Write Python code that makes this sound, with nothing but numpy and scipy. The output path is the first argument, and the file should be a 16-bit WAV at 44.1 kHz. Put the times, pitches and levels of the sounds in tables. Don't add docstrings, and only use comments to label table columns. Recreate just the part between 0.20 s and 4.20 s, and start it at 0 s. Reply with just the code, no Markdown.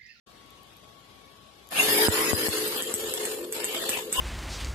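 import sys
import numpy as np
from scipy import signal
from scipy.io import wavfile
from scipy.ndimage import uniform_filter1d

SR = 44100
rng = np.random.default_rng(int(sys.argv[2]) if len(sys.argv) > 2 else 0)


def output_pcm(signal):
    pcm = np.clip(np.atleast_2d(signal).T, -1, 1) * 32767
    wavfile.write(sys.argv[1], SR, np.round(pcm).astype(np.int16))


def ratio_of_db(decibels):
    return 10 ** (np.asarray(decibels, float) / 20)


N = 176400
T = np.arange(N) / SR

# t/s, snap
# level/dB, thump level/dB, thump left-right/dB, ducking/dB
SPARKS = [(1.8840, -12.5, -10, -4, 12), (2.132, -15.5, -18, 17.5, 8), (2.2839, -13, -19, 7, 10),
          (2.3834, -15, -72, -11, 0.5), (2.4764, -12.5, -31.5, -5, 3.5), (2.623, -11.5, -32.5, -4, 8),
          (2.7401, -7, -26.5, 1.5, 11.5), (2.9387, -9, -46, -9, 2.5), (3.0532, -11, -35.5, -11, 2),
          (3.3251, -11.5, -54, -4, 1), (3.444, -8, -40, -3, 2), (3.6926, -5, -28, 2, -1),
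          (3.9272, -8, -39, 4, -0.5), (1.8903, -12.5, -40, -2, 2), (2.139, -17, -42, -2, -0.5),
          (2.29, -12, -34, -5, 1)]
# (f/Hz, left-right/dB)
CAR_SAME = [(100, 0.9), (400, 0.61), (1000, 0.13), (5000, 0.046)]
CAR_LEFT = [(300, 1.7), (2000, 2.2), (12000, 0.73)]


def evened(x):
    return x / np.sqrt(np.mean(x ** 2) + 1e-20)


def read(points, hz):
    f, v = np.transpose(points)
    return np.interp(np.log(hz + 1), np.log(f + 1), v)


def resonate(x, hz, width):
    turn = np.exp(2j * np.pi * np.cumsum(hz * np.ones(N)) / SR)
    r = np.exp(-np.pi * width / SR)
    for _ in range(2):
        x = 2 * (turn * signal.lfilter([1 - r], [1, -r], x / turn)).real
    return x


def resonate_once(x, hz, width):
    turn = np.exp(2j * np.pi * hz * np.arange(1, N + 1) / SR)
    r = np.exp(-np.pi * width / SR)
    return 2 * (turn * signal.lfilter([1 - r], [1, -r], x / turn)).real


def noise(shape, same, left_db, patchy_db, churn_db, flicker_db):
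    frames, hz = N // 128 + 5, np.fft.rfftfreq(512, 1 / SR)
    a, b, c, d, patches, churn = rng.standard_normal((frames, 257, 6)).T
    patches = evened(uniform_filter1d(uniform_filter1d(patches, size=4, axis=0), size=12, axis=1))
    churn = evened(uniform_filter1d(uniform_filter1d(churn, size=4, axis=0), size=50, axis=1))
    flicker = evened(uniform_filter1d(rng.standard_normal(frames), size=3))
    alike = np.clip(read(same, hz), -1, 1)[:, None]
    left = a + 1j * b
    right = alike * left + np.sqrt(1 - alike ** 2) * (c + 1j * d)
    level_db = read(shape, hz)[:, None] + patchy_db * patches + churn_db * churn + flicker_db * flicker
    side_db = read(left_db, hz)[:, None] / 2
    z = np.array([left, right]) * ratio_of_db(level_db) * ratio_of_db(np.array([side_db, -side_db]))
    return evened(signal.istft(z, nperseg=512, noverlap=384)[1][:, :N])


def ring(modes, length):
    t = T[:length]
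    return sum(ratio_of_db(db - 60 * t / t60) * np.sin(2 * np.pi * hz * t) for hz, t60, db in modes)


def room():
    # f/Hz, level/dB per Hz
    air = [(15, -50), (25, -20), (54, 7), (516, -2.5), (1110, -9.5), (1480, -12.5), (3350, -4), (9300, -21),
           (13500, -34)]
    # f/Hz, left-right likeness
    air_same = [(60, 0.47), (280, 0.88), (700, 0.043), (2000, 0.0082)]
    # f/Hz, left-right/dB
    air_left = [(60, 2.5), (500, 11), (1200, 19), (2300, 2.5), (8000, 4.5), (13000, -23)]
    # f/Hz, level/dB rms
    hum_lines = [(59.2, -68.5), (1116, -68.5), (2234, -80.5), (3340, -73.5)]
    hum = np.zeros((2, N))
    for hz, db in hum_lines:
        side_db = read(air_left, hz) / 2 * np.array([[1], [-1]])
        hum += np.sqrt(2) * ratio_of_db(db + side_db) * np.sin(2 * np.pi * hz * T + 6 * rng.random())
    return ratio_of_db(-54) * noise(air, air_same, air_left, patchy_db=0.15, churn_db=0.65, flicker_db=-0.3) + hum


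def waiting_ticks():
    # t/s, peak level/dB
    ticks = [
        (0.2628, -49),
        (0.2941, -67),
        (0.306, -43),
        (0.433, -44),
        (0.568, -42.5),
        (1.4725, -42),
        (1.4897, -35),
        (1.5097, -30.5),
    ]
    s, db = np.transpose(ticks)
    clicks = np.zeros((2, N))
    clicks[:, (s * SR).astype(int)] = ratio_of_db(db + np.array([[2.5], [-3.5]]))
    tick = ring([(12200, 0.004, -6), (11500, 0.0036, -2.0), (10200, 0.0032, -9), (7660, 0.0036, -5.5)], 600)
    return signal.oaconvolve(clicks, tick[None])[:, :N]


def gear_hiss(turns, away):
    # f/Hz, level/dB per Hz
    hiss_near = [(50, -45), (282, -7), (429, -20), (542, -11.5), (1000, -10), (4870, -15), (6150, -23.5),
                 (11800, -15.5), (13300, -27)]
    # f/Hz, level/dB per Hz
    hiss_away = [(29, -63), (50, -62), (282, 2.5), (429, -3.5), (885, -0.5), (2780, -1.5), (4870, -7),
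                 (7960, -2.5), (13300, -70)]
    near = noise(hiss_near, CAR_SAME, CAR_LEFT, patchy_db=0.5, churn_db=3.0, flicker_db=-0.7)
    far = noise(hiss_away, CAR_SAME, CAR_LEFT, patchy_db=1.5, churn_db=2.0, flicker_db=4.0)
    hiss = np.sqrt(1 - away) * near + ratio_of_db(0.7) * np.sqrt(away) * far
    return hiss * (1 + 0.23 * np.cos(4 * np.pi * turns))


def chassis_rings(rattle, rate):
    # f/Hz, width/Hz, level/dB
    parts = [(1785, 140, -4.5), (2180, 170, -11.5), (2710, 820, -2), (5030, 1800, -8), (6650, 760, -8.5),
             (9840, 680, -3.5), (10340, 1700, -3.5), (12130, 480, -8.5)]
    rings = sum(ratio_of_db(db) * evened(resonate_once(rattle, hz, width)) for hz, width, db in parts)
    return ratio_of_db(-2) * rings * (rate / 28) ** 1.6


def gear_mesh(rattle, rate):
    teeth = [(67.6, -12, 25, 1.65, 2.5), (150, -2, 380, 1.53, 1.72), (121, -1, 450, 1.54, 1.65),
             (172.2, -9, 400, 1.6, 2.6), (32.5, -10, 130, 1.58, 2), (104, -1.5, 960, 3.38, 3.63),
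             (99.6, 2.5, 720, 3.7, 3.84), (111.1, 0.5, 640, 3.92, 4.05), (136, -0.5, 57, 3.96, 4.05),
             (23.48, -6, 100, 3.52, 3.7), (41.13, -3.5, 86, 3.93, 5.4), (94.5, -1.5, 1800, 2.52, 2.66)]
    mesh = np.zeros((2, N))
    for k, db, fuzz, on, off in teeth:
        fade = np.clip(np.minimum(T - on, off - T) / 0.051, 0, 1)
        mesh += ratio_of_db(db) * fade * evened(resonate(rattle, k * rate, fuzz))
    return mesh


def tyre_drum(turns):
    # f/Hz, width/Hz, level/dB
    shell = [(285, 81, -13.5), (349.2, 38, -5.5), (432.6, 23.5, 0), (501, 62, -3.5)]
    # multiple of axle rate, level/dB
    orders = [(9, -15), (11, -4), (12, -18), (13, -7), (15, 0), (17, -11), (20, -13), (22, -17)]
    clean_from_s, clean_until_s, clean_db, worn_db = 1.73, 2.465, -3.5, -15.5
    rub = rng.standard_normal(N) + 0.23 * rng.standard_normal((2, N))
    drum = evened(sum(ratio_of_db(db) * evened(resonate(rub, hz, width)) for hz, width, db in shell))
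    lines = sum(ratio_of_db(db) * np.sin(2 * np.pi * (k * turns + rng.random())) for k, db in orders)
    worn = np.clip(np.maximum(T - clean_until_s, clean_from_s - T) / 0.11, 0, 1)
    grip = ratio_of_db(clean_db + worn_db * worn)
    return ratio_of_db(-3.5) * drum * np.sqrt(1 - np.minimum(0.98 * grip, .9)) + grip * lines


def car():
    # t/s, axle rate/Hz, motor effort/dB, tyre drumming/dB
    drive = [(1.497, 9.4, -62.5, -73.5), (1.513, 12.4, -36, -55), (1.591, 21.9, -25, -38.5),
             (1.702, 27, -26.5, -28.5), (1.841, 28.7, -27, -24.5), (1.969, 29.2, -30, -28.5),
             (2.46, 28.7, -34, -30.5), (2.56, 28, -36, -34.5), (2.703, 23.9, -36.5, -32),
             (3.12, 26.5, -38, -32.5), (3.261, 26, -52, -32), (3.311, 24.4, -51, -36.5),
             (3.35, 27, -38.5, -34), (3.702, 27.6, -37, -32), (3.771, 25, -36, -39),
             (3.893, 20, -47.5, -35), (3.939, 24.3, -37, -52), (4.0, 25.4, -33.5, -31.5)]
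    s, rate, effort_db, tyre_db = np.transpose(drive)
    rate = np.interp(T, s, rate)
    effort, tyre = ratio_of_db(np.interp(T, s, effort_db)), ratio_of_db(np.interp(T, s, tyre_db))
    wobble = evened(uniform_filter1d(rng.standard_normal(N), size=3000))
    turns = np.cumsum(rate * (1 + 0.0029 * wobble)) / SR
    away = np.clip((T - 2.515) / 0.52 + .5, 0, 1)
    flat = [(50, 0), (13200, 0), (13500, -40)]
    rattle = noise(flat, CAR_SAME, CAR_LEFT, patchy_db=3, churn_db=3.5, flicker_db=1.1)
    whine = gear_hiss(turns, away) + chassis_rings(rattle, rate)
    tile = .2 + (.45 - .2) * away
    whine = ratio_of_db(-1.7) * (whine + tile * np.roll(whine, 11, axis=1))
    motor = effort * (whine + gear_mesh(rattle, rate))
    return motor + tyre * tyre_drum(turns) * ratio_of_db(np.array([[1.3], [-1.3]]))


def echoing_space():
    # delay/s, level/dB
    echoes = [
        (.0056, -9),
        (.0102, -9),
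        (.0135, -12),
        (.021, -15),
    ]
    t = T[:15000]
    space = ratio_of_db(-3.5 - 60 * t / .3) * rng.standard_normal((2, 15000)) * (t > .004) / 30
    space[:, 0] = 1
    for delay, db in echoes:
        space[[0, 1], (delay * SR + rng.uniform(-8, 8, 2)).astype(int)] += ratio_of_db(db)
    return space


def pops():
    # f/Hz, t60/s, level/dB
    snap_modes = [(8050, .0055, 2), (9600, .004, -3), (11200, .004, -1), (12700, .004, -1),
                  (13900, .002, -12), (7000, .003, -11), (4600, .003, -10), (3300, .003, -8),
                  (2100, .004, -9)]
    # f/Hz, t60/s, level/dB, extra loss at the far port/dB per dB, extra loss as blows weaken/dB per dB, lag/s
    boom_modes = [(90, .075, -3.5, 4, .25, 0), (205, .055, -10, 0, -.2, .0012)]
    t, snaps, blows = T[:4000], np.zeros((2, N + 4000)), np.zeros((2, N + 4000))
    u = t / .00035
    blow = np.exp(-u) * np.minimum(u / .7, 1) * 2.6
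    for s, snap_db, thump_db, left_db, _ in SPARKS:
        i = round(s * SR)
        weaker_db = thump_db + abs(left_db) / 2 + 8.5
        for ch, sign in enumerate((.5, -.5)):
            detune, colour = rng.standard_normal((2, len(snap_modes)))
            modes = [(hz * (1 + 0.01 * a), t60, db + 2.5 * b)
                     for (hz, t60, db), a, b in zip(snap_modes, detune, colour)]
            snaps[ch, i:i + 800] += ratio_of_db(snap_db - 5.5) * ring(modes, 800) * np.minimum(t[:800] / 0.0001, 1)
            boom = np.zeros(4000)
            for hz, t60, db, lean, loss, lag in boom_modes:
                boom_db = db + lean * min(sign * left_db, 0) + loss * weaker_db - 60 * t / t60
                boom -= ratio_of_db(boom_db) * np.cos(2 * np.pi * hz * (t - lag))
            thump = blow + boom * np.minimum(t / .0012, 1)
            blows[ch, i:i + 4000] += ratio_of_db(thump_db + sign * left_db) * thump
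    return signal.fftconvolve(snaps, echoing_space(), axes=1)[:, :N] + blows[:, :N]


def gain_control():
    duck_db = np.zeros(N)
    for s, _, _, _, depth_db in SPARKS:
        width = np.where(T < s, .007, .033)
        duck_db += depth_db * np.exp(-((T - s) / width) ** 2)
    return ratio_of_db(-duck_db)


def masked(x):
    # from t/s, until t/s
    sags = [
        (1.9, 1.925),
        (2.86, 2.93),
        (3.78, 3.86),
        (3.89, 3.92),
    ]
    edge_hz = 13200
    hz, t, z = signal.stft(x, SR, nperseg=1024, noverlap=768)
    ripple = uniform_filter1d(rng.standard_normal(z.shape[1:]), size=2, axis=0)
    ripple = evened(uniform_filter1d(ripple, size=9, axis=1))
    top_db = -12 * np.maximum(hz - edge_hz, 0)[:, None] / 1000
    z = z * ratio_of_db(2.6 * ripple * (hz > 600)[:, None] + top_db)
    power = (abs(z) ** 2).sum(0)[:512].reshape(128, 4, -1).mean(1)
    level_db = 10 * np.log10(uniform_filter1d(power, size=5, axis=1) + 1e-20)
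    whim = evened(uniform_filter1d(rng.standard_normal(power.shape), size=5, axis=1))
    weak = level_db + 3 * whim < uniform_filter1d(level_db, size=15, axis=0) - 4.2
    sagging = np.any([(t > a) & (t < b) for a, b in sags], axis=0)
    weak |= (hz[:512:4] > 12500)[:, None] & sagging
    calm = level_db < uniform_filter1d(level_db, size=41, axis=1) + 13
    weak, calm = np.repeat(weak, 4, axis=0), np.repeat(calm, 4, axis=0)
    bins = hz[:512, None]
    drop = np.where(bins > edge_hz, calm, weak & (bins > 1900))
    keep = np.vstack([~drop, drop[:1]])
    return signal.istft(z * keep, SR, nperseg=1024, noverlap=768)[1][:, :N]


def scene():
    gain = gain_control()
    toy = car() * gain + pops()
    toy = np.array([np.roll(toy[0], 5), toy[1]])
    return toy + (room() + waiting_ticks()) * gain


def low_pass(x):
    return signal.sosfilt(signal.butter(12, 14210, fs=SR, output="sos"), x)


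def record(dry):
    low_cut = signal.butter(3, 52, "high", fs=SR, output="sos")
    heard = masked(signal.sosfiltfilt(low_cut, dry))
    mix = heard * np.clip((T - 0.061) / 0.013, 0, 1)
    return low_pass(mix)


dry = scene()
out = record(dry)
output_pcm(out)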